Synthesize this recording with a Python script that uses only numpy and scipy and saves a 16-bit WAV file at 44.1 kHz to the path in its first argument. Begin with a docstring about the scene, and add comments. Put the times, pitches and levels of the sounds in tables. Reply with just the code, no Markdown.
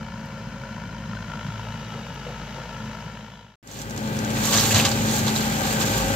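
"""At the foot of a rock slope, a small diesel excavator mulches brush, heard from two places in turn.
Far off, crickets chirp and leaves hiss while four cylinders drone through the exhaust and knock against
the engine panels. This fades to a short silence. Then, beside the track, the engine is close and the
flail head shreds twigs in a bright crackle, grinds into the soil and flings stones against its hood."""
import sys
import numpy as np
from scipy import signal
from scipy.fft import rfft, irfft, next_fast_len
from scipy.io import wavfile
from scipy.ndimage import uniform_filter1d, map_coordinates

SR = 44100
rng = np.random.default_rng(int(sys.argv[2]) if len(sys.argv) > 2 else 0)


def wrap_up_sound(samples):
    """Save the sound to the file named by the first command line argument, as 16-bit audio."""
    columns = np.atleast_2d(samples).T
    # keep every value between -1 and 1, then stretch to whole-number steps
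    tamed = np.clip(columns, -1, 1)
    steps = np.round(tamed * 32767).astype(np.int16)
    wavfile.write(sys.argv[1], SR, steps)


N = 271215
TIME = np.arange(N) / SR
SIZE = next_fast_len(N + 4096)
FREQ = np.maximum(np.arange(SIZE // 2 + 1) * SR / SIZE, 1)

# Stereo image of the distant machine, close engine and head: freq_hz, left_minus_right_db, likeness (0-1)
FAR_IMAGE = [(150, 0.5, 0.99), (400, 2.5, 0.97), (700, 2, 0.93), (1320, 6, 0.98), (3000, 3, 0.51),
             (4130, -1.5, 1), (5500, 12.5, 0), (6550, 5.5, 0.7), (7800, -3.5, 0.4), (15000, 2, 0.4)]
ENGINE_IMAGE = [(147, 0.85, 0.95), (387, 2.8, 0.76), (790, 4.2, 0.99), (1330, 4.1, 0.74), (2400, 6.4, 0.47),
                (8000, 1.6, .2)]
HEAD_IMAGE = [(199.75, -12, 0.48), (705, 3, 0.76), (1300, 4.5, 0.88), (2400, 2.5, 1), (3930, -7, 0.4),
              (6300, 3, 0.2), (7500, -13, 0.11), (9300, -11, 0.11), (12000, 1, .1), (15000, -1.5, .1)]
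# Crickets in the grass: pitch_hz, chirps_per_s, first_chirp_s, level_db, scatter_db
CRICKETS = [(4980, 15.65, 0.01, -52.5, 2), (4140, 16, 0.043, -55.5, 4.5)]
# Engine speed: time_s, firing_hz
ENGINE_SPEED = [(0, 54.6), (.55, 54.42), (.9, 54.6), (1.12, 53.6), (1.45, 54.03), (1.85, 55.67),
                (2.05, 54.43), (2.6, 54.4), (3.05, 54.04), (3.3, 54.6), (3.9, 54.2), (4.2, 54), (4.7, 54.8),
                (5.2, 54.58), (5.6, 54.16), (5.8, 53.82), (6.0, 53.2), (6.15, 54.36)]
# Hydraulic load on the distant machine: time_s, load (0-1)
HYDRAULIC_LOAD = [(0, 0.18), (.6, 0.02), (.74, 0.64), (.87, 0.33), (1.02, 0.23), (1.15, 0.87), (1.65, 0.92),
                  (2.08, 0.5), (2.28, 0.97), (2.65, 1)]

# Distant EQ of fan air and leaves, soil, exhaust, engine block, boom steel and cover: freq_hz, gain_db
FAR_HISS_EQ = [(60, -1), (600, 4), (2500, 5.5), (3500, 0), (5300, -1), (6300, 0.5), (7400, -7), (8800, -19),
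               (10500, -21), (12200, -13), (14500, -21), (15700, -32.5)]
FAR_SOIL_EQ = [(50, -35), (200, 0), (350, -5.5), (490, 5.5), (700, -3), (1100, -8.5), (2000, -13),
               (4000, -18.5), (7000, -30), (10000, -44)]
FAR_EXHAUST_EQ = [(25, -28), (42, -19), (70, -9), (100, -1), (140, 2), (180, 2.5), (225, -1.5), (260, -10),
                  (340, -20), (700, -58)]
FAR_BLOCK_EQ = [(60, -42), (400, -10.5), (650, -2), (780, -11), (1170, -13), (1600, -8.5), (2100, -7),
                (3150, -13), (3400, -26), (4500, -16.5), (6400, -20), (9000, -44)]
STEEL_EQ = [(1000, -35), (2400, -28), (2900, 1), (3900, 3), (4500, -24), (8000, -32)]
COVER_EQ = [(700, -35), (1000, -9), (1200, -3), (1400, 7), (1650, -14), (2200, -36)]
# Distant resonances of engine panels, boom steel and engine cover: pitch_hz, width_hz, lift_db
FAR_PANEL_RINGS = [(586, 56, 6.2), (943, 232, 21.5), (1352, 97, 14), (1460, 160, 9.9), (1752, 200, 9.9),
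                   (2706, 120, 7.4), (3050, 110, 7.5), (3920, 130, 10.4), (4980, 140, 5)]
STEEL_RINGS = [(2980, 200, 16.6), (3345, 110, 14.7), (3730, 110, 4), (3900, 140, 6)]
COVER_RINGS = [(1350, 80, 7), (1480, 80, 8.4)]
# Faders for the distant exhaust and the pipe's hum: time_s, gain_db
FAR_EXHAUST_FADER = [(0.0, -33), (0.9, -32.5), (1.15, -31), (1.4, -34), (1.52, -30), (1.56, -34),
                     (2.63, -36), (2.85, -33.5), (3.15, -36)]
FAR_HUM_FADER = [(0, -42.5), (.45, -43), (.8, -44.5), (1.05, -43), (1.5, -48.5), (1.95, -42), (2.12, -52),
                 (2.35, -42), (2.65, -46.5), (2.87, -40), (3.1, -46.5)]
# Distant exhaust harmonics, relative to the exhaust fader: firing_multiple, idle_db, full_load_rise_db
FAR_HARMONICS = [(2, -17.5, 7.5), (2.5, -20.5, 8.5), (3, -25, 4)]
# Ring of the boom steel and clang of the cover, relative to the knock: time_s, gain_db
STEEL_FADER = [(.95, -19), (1.55, -11.5), (2.3, -11.5), (3.1, -15.5), (3.3, -8.5)]
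COVER_FADER = [(0, -14), (.65, -13), (.92, -25), (1.17, -19), (1.4, -17), (1.8, -31)]
# How much of the distant knock comes as distinct blows: time_s, share (0-1)
KNOCK_HARDNESS = [(0, 0.65), (.13, 0.54), (.35, 0.16), (.85, 0.52), (1.02, .3), (1.16, 0.66), (1.5, 0.63),
                  (1.85, 0.4), (2.1, 0.4), (2.45, 0.5), (3.05, 0.48), (3.25, 0.6)]
# The knock's tone colour glides slightly up and down as the machine swings: time_s, shift_percent
COLOUR_GLIDE = [(0, 0), (.9, 1.3), (1.25, 3), (1.6, -0.42), (2.0, -3), (2.5, -2), (3.2, 0)]
# Hard blows that clank out of the rattle: start_s, level_db, pitch_hz
PANEL_CLANKS = [(.119, -41, 1390), (.635, -33.5, 1480), (.779, -37, 1010), (.89, -34, 1410),
                (1.037, -36, 1410), (1.132, -32, 1320), (1.151, -34, 1005), (1.168, -30.5, 1500),
                (1.188, -37, 1380), (1.226, -40, 1000), (1.298, -37, 1500), (1.335, -32, 1344),
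                (1.372, -36, 1380), (1.41, -34, 1420), (1.448, -41, 3100), (1.485, -35, 1350),
                (1.501, -34, 1370), (1.522, -38, 988), (1.576, -41, 3040), (1.594, -34.5, 982),
                (1.631, -42, 3010), (1.668, -35, 906), (1.812, -36, 947), (2.01, -36, 932),
                (2.159, -40, 1370), (2.25, -39, 920), (2.397, -38.5, 1370), (2.582, -35, 921),
                (2.8, -34, 1370), (2.931, -38, 940), (3.28, -32, 950)]
# The distant head scrapes the soil: start_s, length_s, level_db
SOIL_SCRAPES = [(0.32, 0.05, -53), (0.772, 0.037, -53), (1.915, 0.073, -45.5), (2.25, 0.065, -45),
                (2.454, 0.029, -48), (2.547, 0.042, -44.5), (2.85, 0.017, -51), (3.133, 0.08, -47.5)]
# The distant head bumps the ground: start_s, boom_db, boom_hz, clack_db
FAR_THUDS = [(1.93, -44, 398, -48), (2.265, -30, 494, -36), (2.581, -38.5, 516, -39)]

# Close EQ of exhaust, engine block, twigs, soil and hood: freq_hz, gain_db
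NEAR_EXHAUST_EQ = [(25, -34), (42, -23), (70, -14), (95, -2), (135, -3), (180, -4), (245, -2), (320, -10.5),
                   (420, -8.5), (600, -17.5), (1200, -55)]
NEAR_BLOCK_EQ = [(40, -22), (150, 6), (400, -11.5), (560, 3.5), (670, -3.5), (1030, -10), (1400, -11),
                 (2100, -9), (3200, -8), (4000, -21), (7000, -25), (10000, -27), (15700, -21)]
TWIG_EQ = [(1500, -10), (3500, -12), (5300, -6), (6400, 1), (7400, 3.5), (8300, -4.5), (9500, -12.5),
           (10800, -9), (12300, -4.5), (14000, -6.5), (15700, -11)]
SOIL_EQ = [(40, -32), (150, -28), (300, -35), (600, 2.5), (1150, 3), (1400, 1.5), (2100, 1.5), (2900, 3.5),
           (4200, 4), (5300, -1.5), (7500, -4), (10000, -16), (15700, -23)]
HOOD_EQ = [(40, -35), (200, -16), (800, 12), (3000, -6), (7300, -1.5), (9500, -14), (12500, -7.5),
           (15700, -10)]
# Close resonances of engine panels and hood: pitch_hz, width_hz, lift_db
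NEAR_PANEL_RINGS = [(410, 83, 5.3), (807, 122, 9.7), (903, 113, 7.2), (1210, 78, 4.8), (1563, 190, 11.4),
                    (1965, 29, 10.6), (2340, 110, 6.2), (2547.4, 110, 3.3)]
HOOD_RINGS = [(1133, 17, 14.5), (1215, 15, 3), (1642, 22, 10.5), (2889.5, 25, 4), (3450, 25, 3.5),
              (4420, 25, 7.5), (5780, 44, 6), (6400, 40, 10), (6750, 38, 16), (7390, 27, 6)]
# Close faders for whine, firing tone, exhaust (as the pipe swings), pipe hum, growl: time_s, gain_db
NEAR_WHINE_FADER = [(4.2, -40.5), (4.53, -36.5), (4.964, -37), (5.48, -51), (5.536, -41), (6.15, -31)]
NEAR_FIRING_FADER = [(3.7, -37), (4.2, -42), (5.0, -42), (5.85, -43), (6.07, -35)]
NEAR_EXHAUST_FADER = [(3.8, 1.5), (4.1, 3), (4.4, 1), (4.95, -0.5), (5.2, 1), (5.5, -1.5), (5.95, 1.5)]
NEAR_HUM_FADER = [(3.68, -35.5), (4.0, -28.5), (4.3, -28.5), (4.75, -29.5), (4.916, -31.5), (4.99, -26),
                  (5.35, -27.5), (5.814, -32), (6.1, -30)]
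GROWL_FADER = [(4.42, -57), (4.6, -40), (4.7, -41), (4.82, -30.5), (4.97, -49), (5.1, -36), (5.26, -47),
               (5.37, -38.5), (5.52, -42), (5.65, -35), (5.76, -42), (5.86, -39), (5.94, -48), (6.0, -39),
               (6.1, -33), (6.15, -45.5)]
# Close harmonics of the exhaust, and of the growl near 800 Hz: firing_multiple, relative_db
NEAR_HARMONICS = [(1.5, -20), (2.5, -5), (3, -11), (5, -28), (5.5, -16.5)]
GROWL_HARMONICS = [(14, -8), (14.5, -3.5), (15, -7), (15.5, -9.5)]
# The head thumps the ground close by: start_s, level_db, pitch_hz
GROUND_THUMPS = [(4.571, -35, 137), (4.657, -27, 125), (4.734, -17, 101.6), (4.917, -28, 123)]
# The flails bite into a clump: start_s, length_s, twig_db, soil_db
FLAIL_BITES = [(3.65, 0.17, -36, -35), (4.39, 0.31, -31, -32.5), (4.512, 0.091, -33, -27.5),
               (4.597, 0.069, -33.5, -33), (4.704, 0.024, -29.5, -28.5), (4.737, 0.032, -30, -25),
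               (4.769, 0.043, -30, -25.5), (4.816, 0.025, -41, -32.5), (4.848, 0.014, -43, -25),
               (4.87, .015, -38, -35), (5.04, 0.15, -39, -38.5), (5.123, 0.071, -34.5, -45),
               (5.257, 0.036, -42, -36), (5.346, 0.042, -35, -36.5), (5.63, 0.11, -37, -38.5),
               (5.797, 0.03, -34, -34), (5.85, 0.029, -35.5, -35.5), (5.89, 0.13, -38, -37),
               (6.017, .11, -48, -44)]
# Sticks snapping and stones hitting the hood, ahead of the hood EQ: start_s, gain_db, pitch_hz
STICK_SNAPS = [(.258, -45, 12300), (2.066, -50, 12000), (2.143, -44, 12480), (3.674, -35, 6400),
               (3.8165, -27.5, 7400), (3.897, -33, 6800), (3.908, -31, 6800), (3.963, -32, 7000),
               (3.977, -24.5, 5030), (3.9924, -41, 6800), (4.0294, -39, 6950), (4.0756, -33, 6040),
               (4.168, -30.5, 5994), (4.1897, -25, 5548), (4.248, -25, 5700), (4.3042, -27, 6808),
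               (4.3118, -29, 6800), (4.4545, -16, 12500), (4.459, -22, 12500), (4.7207, -20, 12000),
               (4.7935, -19, 12000), (4.8913, -19, 7600), (5.977, -16, 13000)]
STONE_HITS = [(3.714, -28, 6270), (3.7895, -23.5, 6350), (4.4524, -14, 6250), (4.5285, -8, 4126),
              (4.541, -8, 4600), (4.556, -9, 6300), (4.5743, -2.5, 6100), (4.584, -5, 4260),
              (4.5974, -5, 5400), (4.7093, -4, 2700), (4.7465, -6, 6500), (4.7645, -11, 2880),
              (4.7827, -9.5, 3200), (4.7938, -6, 2900), (4.7991, -2.5, 2670), (4.8519, -11, 5100),
              (4.8612, -15, 3820), (4.916, -8.5, 4630), (5.086, -17, 4300), (5.198, -12.5, 3900),
              (5.272, -11, 3500), (5.2797, -6, 3920), (5.362, -10, 4000), (5.41, -14, 4217),
              (5.8126, -11, 3600), (5.9256, -15, 2455)]

FREE_HZ, PUSH_DB_PER_HZ, FIRST_FIRING_S = 54.43, 0.5, 0.0125  # FREE_HZ: unstrained firing rate
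FAR_WORK_S = (1.0, 1.5)  # the distant head gets to work over this span
CLANK_RISE_S = 0.0033


def undb(db):
    """Decibels to gain."""
    return 10 ** (np.asarray(db) / 20)


def pan(left_db, right_db):
    """A gain for each channel."""
    return undb([[left_db], [right_db]])


def curve(table):
    """An automation line through timed points."""
    return np.interp(TIME, *np.transpose(table))


def ramp(start_s, end_s):
    """An even rise from 0 to 1."""
    return np.clip((TIME - start_s) / (end_s - start_s), 0, 1)


def contact(start_s, length_s, attack_s, release_s):
    """Envelope of the head touching something: rise, hold, die away."""
    return ramp(start_s, start_s + attack_s) * np.exp(-np.maximum(TIME - start_s - length_s, 0) / release_s)


def add(track, start_s, sound):
    """Lay a stereo sound into the track."""
    start = int(start_s * SR)
    track[:, start:start + sound.shape[1]] += sound[:, :N - start]


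def spectra(table):
    """Each column of a frequency table, joined on a log axis."""
    hz, *columns = np.transpose(table)
    return [np.interp(np.log(FREQ), np.log(hz), column) for column in columns]


def eq(points, rings=()):
    """Gain over frequency: a broad shape lifted by resonances."""
    db = spectra(points)[0]
    for hz, width_hz, lift_db in rings:
        db = db + lift_db / (1 + (2 * (FREQ - hz) / width_hz) ** 2)
    return undb(db)


def drift(rate_hz):
    """Smooth random modulation with a spread of 1."""
    hold = int(SR / rate_hz)
    steps = rng.standard_normal(1024)[np.arange(N) // hold % 1024]
    smooth = uniform_filter1d(uniform_filter1d(steps, hold), hold)
    return smooth / smooth.std()


def radiate(pair, gain, image, lag_ms, band_hz=None):
    """EQ two unrelated signals and blend them to stereo; the mid gets unit rms within band_hz, if given."""
    shared, separate = rfft(pair, SIZE)
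    pan_db, likeness = spectra(image)
    delay = np.exp(-2j * np.pi * FREQ * lag_ms / 1000)
    left, right = undb(pan_db / 2), undb(-pan_db / 2)
    mid_gain = np.sqrt(left ** 2 + right ** 2 + 2 * likeness * delay.real) / 2
    blend = likeness * delay * shared + np.sqrt(1 - likeness ** 2) * separate
    stereo = gain / mid_gain * np.array([left * shared, right * blend])
    if band_hz:
        mid = stereo.mean(axis=0)[(FREQ > band_hz[0]) & (FREQ < band_hz[1])]
        stereo /= np.sqrt(2 * np.sum(abs(mid) ** 2) / (SIZE * N))
    return irfft(stereo, SIZE)[:, :N]


def puffs(phase, decay, scatter_db, steady):
    """A noise burst at every firing over a steady bed; phase and decay count firings."""
    strength = undb(scatter_db * rng.standard_normal(512))[phase.astype(int)]
    return rng.standard_normal((2, N)) * (steady + strength * np.exp(-(phase % 1) / decay))


def crackle(per_s, spread_db, tail_ms, bed):
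    """Many small snaps, a few of them large, each a short spray of noise over an even rustle."""
    chance, luck = rng.random((2, N))
    snap_db = spread_db * np.minimum(-np.log(1 - luck), 4)
    power = (chance < per_s / SR) * undb(snap_db) ** 2
    power = signal.lfilter([1], [1, -np.exp(-2000 / (tail_ms * SR))], power)
    return rng.standard_normal((2, N)) * np.sqrt(power / power.mean() + bed)


def tone(phase, multiple, waver_db, jitter_rad, rate_hz=14):
    """One engine harmonic, wavering in level and phase, a little to the left."""
    angle = 2 * np.pi * (multiple * phase + rng.random()) + jitter_rad * drift(rate_hz)
    return np.sqrt(2) * np.sin(angle) * undb(waver_db * drift(rate_hz)) * pan(.55, -.55)


def tone_stack(phase, harmonics, waver_db, jitter_rad):
    """Several engine harmonics, each wavering on its own."""
    return sum(undb(db) * tone(phase, multiple, waver_db, jitter_rad) for multiple, db in harmonics)


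def crickets(width_s=0.0089, fall_hz_per_s=3000):
    """Even trains of short, slightly falling chirps, each a little different, off to the left."""
    out = np.zeros(N)
    for hz, rate, first_s, db, scatter_db in CRICKETS:
        beat = (TIME - first_s) * rate
        chirp = np.round(beat).astype(int)
        age = (beat - chirp) / rate
        gain = undb(db + scatter_db * np.clip(rng.standard_normal(256), -2, 1))[chirp]
        pitch_hz = hz * (1 + .012 * drift(260)) - fall_hz_per_s * age
        out += gain * np.exp(-.5 * (age / width_s) ** 2) * np.sin(2 * np.pi * np.cumsum(pitch_hz) / SR)
    return out * pan(0, -12)


def far_hiss(work):
    """A bed of fan air and leaves that lifts as the head gets to work."""
    leaves = crackle(per_s=400, spread_db=2.2, tail_ms=4, bed=3)
    hiss = radiate(leaves, eq(FAR_HISS_EQ), FAR_IMAGE, lag_ms=-0.054, band_hz=(5300, 9000))
    return undb(-61.5 + 3.5 * work) * hiss


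def far_whines(phase, load, work):
    """A machine whine softens under load; the hydraulic pump's higher one eases as the head works."""
    whine = undb(-48.5 - 11 * load) * tone(phase, 10, waver_db=2, jitter_rad=.16)
    pump = undb(-59 - 2 * work) * tone(phase, 42, waver_db=3, jitter_rad=1.5, rate_hz=70)
    return whine + pump


def far_grinding(work):
    """The distant head rubs through soil: a dull crackle that flares at each scrape."""
    soil = crackle(per_s=300, spread_db=2, tail_ms=10, bed=.6)
    grind = radiate(soil, eq(FAR_SOIL_EQ), FAR_IMAGE, lag_ms=-0.022, band_hz=(310, 520))
    scrapes = sum(undb(db) * contact(start_s, length_s, attack_s=0.019, release_s=0.013)
                  for start_s, length_s, db in SOIL_SCRAPES)
    return np.hypot(undb(-55 + 3 * work), scrapes) * grind


def far_thuds(attack_s=0.0018, clack_s=0.0044, boom_s=0.03):
    """The head bumps the ground: a dull clack, and its hood booms briefly."""
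    out = np.zeros(N)
    noise = signal.lfilter(*signal.butter(2, [600, 2400], "band", fs=SR), rng.standard_normal(N))
    for start_s, boom_db, hz, clack_db in FAR_THUDS:
        age = np.maximum(TIME - start_s, 0)
        boom = undb(boom_db) * np.sin(2 * np.pi * hz * age) * np.exp(-age / boom_s)
        clack = undb(clack_db) * noise / noise.std() * np.exp(-age / clack_s)
        out += (boom + clack) * (1 - np.exp(-age / attack_s))
    return out * pan(1, -1)


def far_exhaust(phase, push_db, load):
    """Gas pulses drone and rumble out of the pipe; the harmonics fill out under load."""
    fader_db = curve(FAR_EXHAUST_FADER)
    drone = undb(-49.5 + 4.5 * load + push_db) * tone(phase, 1, waver_db=2, jitter_rad=.06)
    for multiple, idle_db, rise_db in FAR_HARMONICS:
        gain = undb(fader_db + idle_db + rise_db * load)
        drone += gain * tone(phase, multiple, waver_db=3, jitter_rad=.37)
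    hum = undb(curve(FAR_HUM_FADER)) * tone(phase, 4, waver_db=1.5, jitter_rad=.25)
    gas = puffs(phase, decay=.45, scatter_db=3, steady=.55)
    rumble = radiate(gas, eq(FAR_EXHAUST_EQ), FAR_IMAGE, lag_ms=0, band_hz=(85, 260))
    return drone + hum + undb(fader_db - 4.5) * rumble


def diesel_blows(phase, hardness, width_s=0.003, scatter_db=1.3):
    """One short blow a firing, each of much the same colour, standing out of an even rattle."""
    firings = np.flatnonzero(np.diff(np.floor(phase)) > 0)
    length = 1024
    window = np.exp(-.5 * ((np.arange(length) - length // 2) / SR / width_s) ** 2)
    colours = rfft(rng.standard_normal((400, 2, length)) * window)
    bursts = irfft(colours / np.sqrt(abs(colours)))  # flatter spectra make the blows alike
    gains = undb(scatter_db * rng.standard_normal(len(bursts)))
    blows = np.zeros((2, N + length))
    for start, gain, burst in zip(firings, gains, bursts):
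        blows[:, start:start + length] += gain * burst * np.sqrt(window)
    blows = blows[:, length // 2:][:, :N]
    return np.sqrt(hardness) * blows / blows.std() + np.sqrt(1 - hardness) * rng.standard_normal((2, N))


def far_clatter(phase, load):
    """Diesel blows shake the panels, boom steel and cover; the colour glides while the beat keeps time."""
    glide_percent = curve(COLOUR_GLIDE) + .7 * drift(25)
    clock = np.cumsum(1 + glide_percent / 100) / SR
    # Blows are laid out on a warped clock, so the varispeed below shifts only their colour.
    blows = diesel_blows(np.interp(TIME, clock, phase), curve(KNOCK_HARDNESS))
    knock = radiate(blows, eq(FAR_BLOCK_EQ, FAR_PANEL_RINGS), FAR_IMAGE, -0.0087, band_hz=(850, 3500))
    steel = radiate(blows, eq(STEEL_EQ, STEEL_RINGS), FAR_IMAGE, -0.023, band_hz=(2500, 4500))
    cover = radiate(blows, eq(COVER_EQ, COVER_RINGS), FAR_IMAGE, -0.0087, band_hz=(850, 3500))
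    clatter = knock + undb(curve(STEEL_FADER)) * steel + undb(curve(COVER_FADER)) * cover
    gliding = np.array([map_coordinates(side, [clock * SR], order=3, mode="mirror") for side in clatter])
    accents = sum(np.maximum(1 - ((TIME - start_s) / CLANK_RISE_S - 1) ** 2, 0)
                  for start_s, _, _ in PANEL_CLANKS)
    return undb(-44.5 + 3 * load + 0.6 * accents) * gliding


def far_clanks():
    """A hard blow leaves one panel ringing for a few milliseconds."""
    out = np.zeros((2, N))
    age = np.arange(2048) / SR
    envelope = (age / CLANK_RISE_S * np.exp(1 - age / CLANK_RISE_S)) ** 2
    for start_s, db, hz in PANEL_CLANKS:
        ring = np.sin(2 * np.pi * (hz * age + rng.random()))
        add(out, start_s, undb(db) * pan(2, -2.5) * envelope * ring)
    return out


def near_whine(phase):
    """A machine whine holds at ten times the firing rate."""
    return undb(curve(NEAR_WHINE_FADER) - 0.8) * tone(phase, 10, waver_db=1.1, jitter_rad=.15)


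def near_exhaust(phase, push_db, bite_power, lag_s=0.12, strain_db=4):
    """The pipe drones and hums, and a growl rises and falls near 800 Hz; bites strain the engine, so the
    exhaust swells a little late."""
    strain = np.sqrt(signal.lfilter([1], [1, -np.exp(-1 / (lag_s * SR))], bite_power))
    level_db = -33 + strain_db * strain / strain.max() + curve(NEAR_EXHAUST_FADER)
    drone = undb(curve(NEAR_FIRING_FADER) + push_db) * tone(phase, 1, waver_db=2, jitter_rad=.08)
    drone += undb(level_db - 4.5) * tone(phase, 2, waver_db=1.5, jitter_rad=.2)
    drone += undb(level_db) * tone_stack(phase, NEAR_HARMONICS, waver_db=1.6, jitter_rad=.5)
    growl = undb(curve(GROWL_FADER)) * tone_stack(phase, GROWL_HARMONICS, waver_db=1.5, jitter_rad=.8)
    hum = undb(curve(NEAR_HUM_FADER) - 0.5) * tone(phase, 4, waver_db=1.4, jitter_rad=.15, rate_hz=27)
    gas = puffs(phase, decay=.4, scatter_db=2, steady=.8)
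    rumble = radiate(gas, eq(NEAR_EXHAUST_EQ), ENGINE_IMAGE, lag_ms=.2, band_hz=(80, 190))
    return drone + growl + hum + undb(level_db - 1.5) * rumble


def near_knock(phase):
    """Firings rattle the block and panels, louder as the side grille comes round to the listener."""
    firings = puffs(phase, decay=.05, scatter_db=2, steady=.97)
    body = eq(NEAR_BLOCK_EQ, NEAR_PANEL_RINGS)
    knock = radiate(firings, body, ENGINE_IMAGE, lag_ms=0.34, band_hz=(600, 1000))
    return undb(-38.5 + 4.5 * ramp(5, 6.78)) * knock


def ground_thumps(attack_s=0.0058, decay_s=0.028):
    """The head drops onto the soil: a few deep, quickly damped swings."""
    out = np.zeros((2, N))
    age = np.arange(SR // 4) / SR
    envelope = (1 - np.exp(-age / attack_s)) * np.exp(-age / decay_s)
    envelope /= envelope.max()
    for start_s, db, hz in GROUND_THUMPS:
        add(out, start_s, undb(db) * pan(0, 0) * envelope * np.sin(2 * np.pi * hz * age))
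    return out


def stick_snaps(snap_s=0.0019, splinter_s=0.022, splinter_db=-15):
    """A stick breaks with one dry snap and a spray of splinters."""
    out = np.zeros((2, N))
    age = np.arange(4096) / SR
    envelope = np.exp(-age / snap_s) + undb(splinter_db) * np.exp(-age / splinter_s)
    for start_s, db, hz in STICK_SNAPS:
        wood = signal.lfilter(*signal.iirpeak(hz, Q=1 / 0.69, fs=SR), rng.standard_normal((2, len(age))))
        add(out, start_s, undb(db) * wood / wood.std() * envelope)
    return out


def stone_hits(crack_s=0.0011, ring_s=0.0099, crack_db=-11, ring_db=-13):
    """A flung stone gives a crack and a short, rough ring of the hood."""
    out = np.zeros((2, N))
    age = np.arange(4096) / SR
    for start_s, db, hz in STONE_HITS:
        noise = rng.standard_normal((2, len(age)))
        crack = undb(crack_db) * noise * np.exp(-age / crack_s)
        metal = signal.lfilter(*signal.iirpeak(hz, Q=1 / 0.11, fs=SR), noise)
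        ring = undb(ring_db) * metal / metal.std() * np.exp(-age / ring_s)
        add(out, start_s, undb(db) * (crack + ring))
    return out


def bite_powers():
    """Each bite into a clump sends a surge of power to the twig and soil layers."""
    twigs, soil = np.zeros((2, N))
    for start_s, length_s, twig_db, soil_db in FLAIL_BITES:
        envelope = contact(start_s, length_s, attack_s=0.26 * length_s, release_s=0.017)
        twigs += (undb(twig_db) * envelope) ** 2
        soil += (undb(soil_db) * envelope) ** 2
    return twigs, soil


def flail_head(twig_power, soil_power):
    """Twigs shred in a bright spray; soil and wood grind lower down, and each bite rings the hood."""
    depth = ramp(4.29, 4.37)  # the head sinks into the brush
    twigs = crackle(per_s=1900, spread_db=3.9, tail_ms=.8, bed=.7)
    soil, clods = (crackle(per_s=900, spread_db=3, tail_ms=14, bed=.21) for _ in range(2))
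    shred = radiate(twigs, eq(TWIG_EQ), HEAD_IMAGE, lag_ms=0.075, band_hz=(5500, 15000))
    grind = radiate(soil, eq(SOIL_EQ), HEAD_IMAGE, lag_ms=0.057, band_hz=(1800, 4500))
    bite = radiate(clods, eq(SOIL_EQ, HOOD_RINGS), HEAD_IMAGE, lag_ms=0.04, band_hz=(1800, 4500))
    shred_gain = np.sqrt(undb(-46 + 8 * depth) ** 2 + twig_power)
    return shred_gain * shred + undb(-42.5 + 5 * depth) * grind + np.sqrt(soil_power) * bite


def scene():
    """The distant mix fades out; after a beat of silence the close mix fades in."""
    firing_hz = curve(ENGINE_SPEED)
    phase = np.cumsum(firing_hz) / SR + 1 - FIRST_FIRING_S * FREE_HZ
    # The governor lets the engine sag under strain, and each firing then pushes harder.
    push_db = PUSH_DB_PER_HZ * (FREE_HZ - firing_hz)
    load, work = curve(HYDRAULIC_LOAD), ramp(*FAR_WORK_S)
    twig_power, soil_power = bite_powers()
    far = crickets() + far_hiss(work) + far_whines(phase, load, work) + far_grinding(work)
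    far += far_thuds() + far_exhaust(phase, push_db, load) + far_clatter(phase, load) + far_clanks()
    near = near_whine(phase) + near_exhaust(phase, push_db, twig_power + soil_power) + near_knock(phase)
    near += ground_thumps() + flail_head(twig_power, soil_power)
    debris = radiate(stone_hits() + stick_snaps(), eq(HOOD_EQ), HEAD_IMAGE, lag_ms=0.011)
    fade_out = (1 - ramp(2.93, 3.625)) * (TIME < 3.556)
    fade_in = ramp(3.584, 4.41) * (TIME > 3.628)
    return far * fade_out + near * fade_in + debris


def record(dry):
    """A steep low-pass trims the very top."""
    return signal.sosfilt(signal.ellip(10, .2, 80, 15600, fs=SR, output="sos"), dry)


dry = scene()
out = record(dry)
wrap_up_sound(out)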